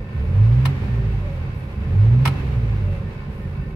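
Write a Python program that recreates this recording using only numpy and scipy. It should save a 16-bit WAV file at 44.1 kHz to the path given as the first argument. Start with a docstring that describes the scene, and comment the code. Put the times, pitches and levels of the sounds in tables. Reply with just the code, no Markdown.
"""The driver's seat of a parked car, in close stereo: a six-cylinder petrol engine is blipped twice
from idle. Under throttle the exhaust booms in the cabin; off throttle it burbles unevenly as the revs sink.
Behind the trim the mechanism rustles, ticks and whines, with faint thin rings and a high sizzle.
Near the top of each rev a latch-like clack rings briefly in the padded cabin."""
import sys
import numpy as np
from scipy.fft import rfft, irfft, next_fast_len
from scipy.io import wavfile
from scipy.ndimage import uniform_filter1d, map_coordinates

SR = 44100
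rng = np.random.default_rng(int(sys.argv[2]) if len(sys.argv) > 2 else 0)


def materialize(psi):
    """Save the field psi as 16-bit PCM at rate SR to the path in sys.argv[1].

    A 1-D psi becomes a single channel; in a 2-D psi each row is a channel.
    """
    bounded = np.clip(np.atleast_2d(psi).T, -1, 1)
    quanta = np.round(bounded * 32767).astype(np.int16)
    wavfile.write(sys.argv[1], SR, quanta)


N = 165375


def amp(db):
    """Decibels to gain."""
    return 10 ** (np.asarray(db) / 20)


def unit(x):
    """Scale to rms 1."""
    return x / np.sqrt(np.mean(x ** 2) + 1e-20)


def along(points, hz):
    """Read (frequency [Hz], value) points on a log axis."""
    f, v = np.transpose(points)
    return np.interp(np.log(hz + 1), np.log(f + 1), v)


def curve(rows):
    """One value per sample from (time [s], value) rows."""
    return np.interp(np.arange(N) / SR, *np.transpose(rows))


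def wobble(rate):
    """A smooth random curve, rate knots a second."""
    return map_coordinates(rng.standard_normal(2048), [np.arange(N) * rate / SR], mode="mirror")


def filtered(x, response):
    """Pass x through a complex response of frequency."""
    m = 2 * next_fast_len(N)
    return irfft(rfft(x, m) * response(np.fft.rfftfreq(m, 1 / SR)), m)[..., :N]


def noise_pair(colour, gain=1):
    """Two unrelated noises, scaled by gain, then coloured."""
    return filtered(rng.standard_normal((2, N)) * gain, lambda hz: amp(along(colour, hz)))


def causal(points, hz):
    """A response with this colour that rings only after it is struck."""
    cepstrum = irfft(np.log(amp(along(points, hz))))
    cepstrum[1:len(cepstrum) // 2] *= 2
    cepstrum[len(cepstrum) // 2 + 1:] = 0
    return np.exp(rfft(cepstrum))


def resonances(rows, hz):
    """Response of a bank of resonances, alternating in sign."""
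    return sum((-1) ** k * amp(db) * 1j * hz * width / (centre ** 2 - hz ** 2 + 1j * hz * width)
               for k, (centre, width, db) in enumerate(rows))


def spread(pair):
    """Two unrelated signals to the left and right microphones: bass alike, treble diffuse."""
    # likeness of the cabin sound at the two microphones (frequency [Hz], correlation)
    likeness = [(100,.98),(250,-0.057),(500,0.47),(1000,0.25),(2000,-0.33),(4000,0.068),(8000,-0.16),(14000,0.24)]
    turn = lambda hz: np.arccos(np.clip(along(likeness, hz), -1, 1)) / 2
    mid, side = filtered(pair, lambda hz: np.array([np.cos(turn(hz)), np.sin(turn(hz))]))
    return unit(np.array([mid + side, mid - side]))


def sizzle():
    """A faint high sizzle comes and goes in the background."""
    # swells of the sizzle (time [s], level [dB])
    levels = [(0,-84),(.25,-69),(.4,-82.5),(.9,-77),(1.05,-81),(1.14,-71.5),(1.25,-76.5),(1.34,-68.5),(1.5,-86),(1.58,-64.5),(1.7,-72.5),(2.3,-81.5),(2.46,-75.5),(2.7,-84.5),(2.94,-68.5),(3.05,-78),(3.28,-79),(3.35,-67),(3.5,-72),(3.75,-74)]
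    # its colour (frequency [Hz], relative level [dB])
    colour = [(5000,-23.5),(8500,-4.5),(10100,2.5),(10800,-5),(11800,3),(13000,-6),(16000,-12.5)]
    return amp(curve(levels)) * unit(noise_pair(colour))


def singing(waver_rad=0.63, flutter_db=2):
    """Thin rings, perhaps from a pulley, swell and fade."""
    # rings (middle [s], length [s], pitch [Hz], level [dB])
    rings = [(0.067,0.38,1798,-52.5),(0.954,0.12,1810,-47.5),(1.097,.2,2670,-56),(1.869,.08,1770,-53.5),(2.391,.06,2640,-48),(2.941,0.18,2680,-52.5),(3.076,0.086,1803,-51),(3.235,0.077,1781,-51.5),(3.439,.1,1808,-51),(3.646,0.097,1807,-50.5)]
    t = np.arange(N) / SR
    drift, flutter = waver_rad * wobble(45), flutter_db * wobble(40)
    out = np.zeros(N)
    for middle, length, hz, db in rings:
        swell = np.exp(-(2 * (t - middle) / length) ** 2)
        out += amp(db + flutter) * swell * np.sin(2 * np.pi * hz * t + drift)
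    return out


def whine(rate, firings, order=6.3, resonance_hz=562, width_hz=40, level_db=-42.5, rising_db=-7):
    """A belt-driven shaft's tone swells as it slides through a resonance, most on the way down."""
    swell = 1 / (1 + ((order * rate - resonance_hz) / width_hz) ** 4)
    rising = uniform_filter1d((np.gradient(rate) > 0) * 1., size=2048)
    rough_tone = np.sqrt(2) * np.sin(2 * np.pi * order * firings + 0.98 * wobble(60))
    return amp(level_db + rising_db * rising) * swell * rough_tone


def rustle(rate, firings, pulsing=0.055, flutter_db=0.84, treble_hz=2710, bright_db_per_octave=1):
    """Behind the trim the mechanism rustles, pulsing with the firings and brightening with speed."""
    # mechanical rustle (time [s], level [dB])
    levels = [(0,-46),(.25,-42.5),(.55,-38.5),(.75,-38),(1.1,-40.5),(1.45,-42),(1.7,-44),(2.0,-40.5),(2.4,-38),(2.9,-42),(3.3,-44),(3.75,-46)]
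    # its colour at the seat (frequency [Hz], relative level [dB])
    colour = [(180, -35), (300, -3), (378, -5), (411, -8), (562, -10), (652, -20.5), (756, -9.5),
              (1590, -16), (1750, -13.5), (2400, -16), (2610, -17.5), (3340, -25.5), (3870, -26.5),
              (6790, -39.5), (15500, -48)]
    beat = 1 + pulsing * np.cos(2 * np.pi * firings)
    noise = spread(noise_pair(colour, beat))
    treble = filtered(noise, lambda hz: hz ** 4 / (hz ** 4 + treble_hz ** 4) / (1 + (hz / 7000) ** 4))
    lift = amp(bright_db_per_octave * np.log2(rate / rate.mean())) - 1
    return amp(curve(levels) + flutter_db * wobble(30)) * (noise + lift * treble)


def valve_clatter(firings, level_db=-50, tick_db=5, flutter_db=3, top_hz=5500):
    """Valve ticks, a pulse of noise per firing, ring the panels."""
    # panel modes (frequency [Hz], width [Hz], relative level [dB])
    panels = [(764,53,-9),(1048,20,3.5),(1500,90,-6),(2234,26,-1),(2615,30,-3.5),(3800,250,-24),(4812,110,-19)]
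    pulses = amp(tick_db * np.cos(2 * np.pi * firings) + flutter_db * wobble(14))
    ticks = pulses * rng.standard_normal((2, N))
    ringing = filtered(ticks, lambda hz: resonances(panels, hz) / (1 + (hz / top_hz) ** 6))
    return amp(level_db) * spread(ringing)


def latch(attack_s=0.0015, scrape_s=0.0024, crack_t60_s=0.041, cabin_t60_s=0.11,
          ring_db=-7.5, crack_db=-0.5, cabin_db=-10, scatter_db=3.0, pivot_hz=1500):
    """Each contact scrapes for an instant, rings the latch and dies quickly in the padded cabin."""
    # contacts (time [s], relative level [dB], tilt of the ring about pivot_hz [dB/octave])
    contacts = [(0.652,-25,0.5),(0.6553,-20.5,3),(2.2527,-17.5,-0.5),(2.257,-18,-6.5),(2.2722,-29,9),(2.275,-21,-2.5)]
    # latch modes (frequency [Hz], relative level [dB], t60 [s])
    modes = [(673.3,-12,0.067),(790,-8.5,0.12),(929,-3.5,0.08),(1010,-9.5,0.093),(1293,-3,0.08),(1362,-6,0.054),(1496,-6.5,0.052),(1810,-11.5,0.069),(2167,0,0.063),(2385,-8.5,0.064),(2821,-9,0.043),(2990,-17,0.048),(4099,-10.5,0.062),(8150,-20.5,0.033),(9950,-22,0.026)]
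    # colour of the scrape (frequency [Hz], relative level [dB])
    colour = [(200,-48),(600,-5),(1000,4),(1400,-1),(2700,0),(4200,-9.5),(5500,-11.5),(7000,-24.5),(8200,-14.5),(9200,-21.5),(10000,-15.5),(11500,-21.5),(15500,-25)]
    t = np.arange(SR // 4) / SR
    ring, noise_power = np.zeros((2, N)), np.zeros(N)
    for start, db, tilt in contacts:
        span = slice(round(start * SR), round(start * SR) + len(t))
        onset = amp(db) * (1 - np.exp(-t / attack_s))
        for hz, level, t60 in modes:
            size, turn = rng.standard_normal((2, 2, 1))  # level and phase vary between the microphones
            mode_db = level + tilt * np.log2(hz / pivot_hz) + scatter_db * size
            tone = np.sin(2 * np.pi * hz * (t + start) + 0.59 * turn)
            ring[:, span] += onset * amp(mode_db - 60 * t / t60) * tone
        scrape = amp(-60 * np.maximum(t - scrape_s, 0) / crack_t60_s)
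        cabin_tail = amp(cabin_db - 60 * t / cabin_t60_s)
        noise_power[span] += onset ** 2 * (scrape ** 2 + cabin_tail ** 2)
    crack = np.sqrt(noise_power) * spread(noise_pair(colour))
    return amp(ring_db) * ring + amp(crack_db) * crack


def exhaust_burble(firings, scatter=0.29, jitter_s=0.0012, silencer_hz=202, gas_db=-3.5, cabin_share=0.57):
    """Uneven puffs, rounded by the silencer, leave the pipe with a rush of gas; the cabin drones."""
    # cylinders in firing order (puff strength [ratio])
    cylinders = [1.373, 1.133, 0.86, 0.94, 1.25, 0.98]
    # exhaust colour at the seat (frequency [Hz], relative level [dB])
    pipe = [(15,-26.5),(26,-9.5),(42,-9),(65,-6),(95,8.5),(135,9.5),(165,-9.5),(205,-2),(250,-5),(300,-16.5),(390,-10),(520,-15.5),(700,-35),(1500,-75)]
    # cabin resonances (frequency [Hz], width [Hz], relative level [dB])
    cabin_modes = [(34,10,-1),(54,15,0.5),(86.6,21.5,2),(104.4,7.4,6),(131.9,21,-1.5),(154.6,21.3,-0.5),(180.5,7.2,1),(210.7,19.4,-2),(260,30,-7),(388,8.1,-8.5),(444,17.3,-7),(548.6,74,-13)]
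    # burble (time [s], level [dB])
    levels = [(0,-23.5),(.1,-28.5),(.3,-23.5),(.6,-27.5),(.95,-24),(1.25,-28),(1.47,-27),(1.56,-27.5),(1.66,-29),(1.85,-26),(2.2,-23),(2.5,-26),(2.9,-25.5),(3.05,-26.5),(3.22,-30.5),(3.29,-26.5),(3.5,-28.5),(3.75,-27)]
    at = np.flatnonzero(np.diff(np.floor(firings)) > 0)
    chance = rng.uniform(-0.99, 1, (1024, 2))[:len(at)]
    unevenness = np.resize(cylinders, len(at)) - np.mean(cylinders) + scatter * chance[:, 0]
    at = np.clip(at + jitter_s * SR * chance[:, 1], 0, N - 1).astype(int)
    puffs = unit(np.bincount(at, unevenness, N) / np.sqrt(np.gradient(firings)))  # same power at any revs
    rounded = filtered(puffs, lambda hz: 1 / (1 + (hz / silencer_hz) ** 6))
    drive = rounded + amp(gas_db) * rng.standard_normal(N)
    direct = unit(filtered(drive, lambda hz: causal(pipe, hz)))
    ringing = unit(filtered(drive, lambda hz: resonances(cabin_modes, hz)))
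    return amp(curve(levels)) * unit(np.sqrt(1 - cabin_share) * direct + np.sqrt(cabin_share) * ringing)


def firing_note(rate, firings, revving_db=-42.5, revving_hz=76.5, idle_db=-39.5, idle_hz=63):
    """The firing note booms in the cabin, with its octave and the half-rate throb of the two banks."""
    # firing note (time [s], level [dB])
    boom_levels = [(0,-23),(.12,-61),(.18,-23.5),(.29,-24.5),(.4,-11.5),(.52,-13),(.68,-18.5),(.81,-35),(.88,-22),(1.2,-24.5),(1.4,-28),(1.5,-41),(1.72,-38),(1.82,-24),(1.9,-24),(2.0,-11.5),(2.16,-14),(2.33,-21.5),(2.44,-31),(2.57,-21),(2.9,-24),(3.02,-41),(3.75,-34)]
    # throb of the cylinder banks (time [s], level [dB])
    throb_levels = [(0,-65),(.25,-28),(.35,-25.5),(.5,-22),(.63,-23.5),(.72,-49),(.85,-28.5),(1.05,-23.5),(1.25,-26),(1.45,-32.5),(1.75,-51),(1.9,-25.5),(2.15,-24.5),(2.32,-42),(2.42,-24.5),(2.72,-24),(2.9,-25),(3.05,-33.5),(3.75,-51)]
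    boom = amp(curve(boom_levels) - 0.86 * wobble(38)) * np.sin(2 * np.pi * firings)
    throb = amp(curve(throb_levels) + 0.76 * wobble(25)) * np.sin(np.pi * firings)
    revving = amp(revving_db) / (1 + (revving_hz / rate) ** 10)
    idling = amp(idle_db) / (1 + (rate / idle_hz) ** 10)
    octave = (revving + idling) * amp(2 * wobble(20)) * np.sin(4 * np.pi * firings)
    return np.sqrt(2) * (boom + throb + octave)


def scene():
    """One crankshaft drives the engine layers; rings, sizzle and clacks keep their own time."""
    # two blips of the throttle (time [s], firing rate [Hz])
    revs = [(0.0, 42.2), (0.09, 46.2), (0.26, 78.35), (0.3, 86.9), (0.41, 105.4), (0.53, 120),
            (0.67, 135.7), (0.76, 134.2), (1.13, 103.0), (1.49, 74.73), (1.61, 62.23), (1.7, 56.6),
            (1.77, 62.52), (1.94, 92.54), (1.99, 101.1), (2.17, 125.1), (2.29, 138.5), (2.38, 135.8),
            (2.58, 118.4), (2.91, 91.43), (3.24, 66.44), (3.45, 51.72), (3.51, 50.74), (3.6, 46.56),
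            (3.75, 42.9)]
    rate = uniform_filter1d(curve(revs), size=2205)
    firings = np.cumsum(rate) / SR  # running count
    exhaust = firing_note(rate, firings) + exhaust_burble(firings)
    mechanism = whine(rate, firings) + rustle(rate, firings) + valve_clatter(firings)
    return exhaust + mechanism + singing() + sizzle() + latch()


def record(dry, low_cut_hz=25, top_hz=15900, fade_s=0.004):
    """Each microphone at the seat has its own colour; the deepest bass and the top are cut."""
    # balance of the microphones (frequency [Hz], left over right [dB])
    balance = [(200,-1.78),(600,-2),(1500,-1.2),(4000,-0.5),(8000,0.5),(10000,-3.5),(12500,1.5)]
    t = np.arange(N) / SR
    fades = np.clip(np.minimum(t, t[-1] - t) / fade_s, 0, 1)
    colour = lambda hz: amp(along(balance, hz) * np.array([[.5], [-.5]]))
    band = lambda hz: hz ** 4 / (hz ** 4 + low_cut_hz ** 4) * (hz < top_hz)
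    return filtered(dry * fades, lambda hz: colour(hz) * band(hz))


dry = scene()
out = record(dry)
materialize(out)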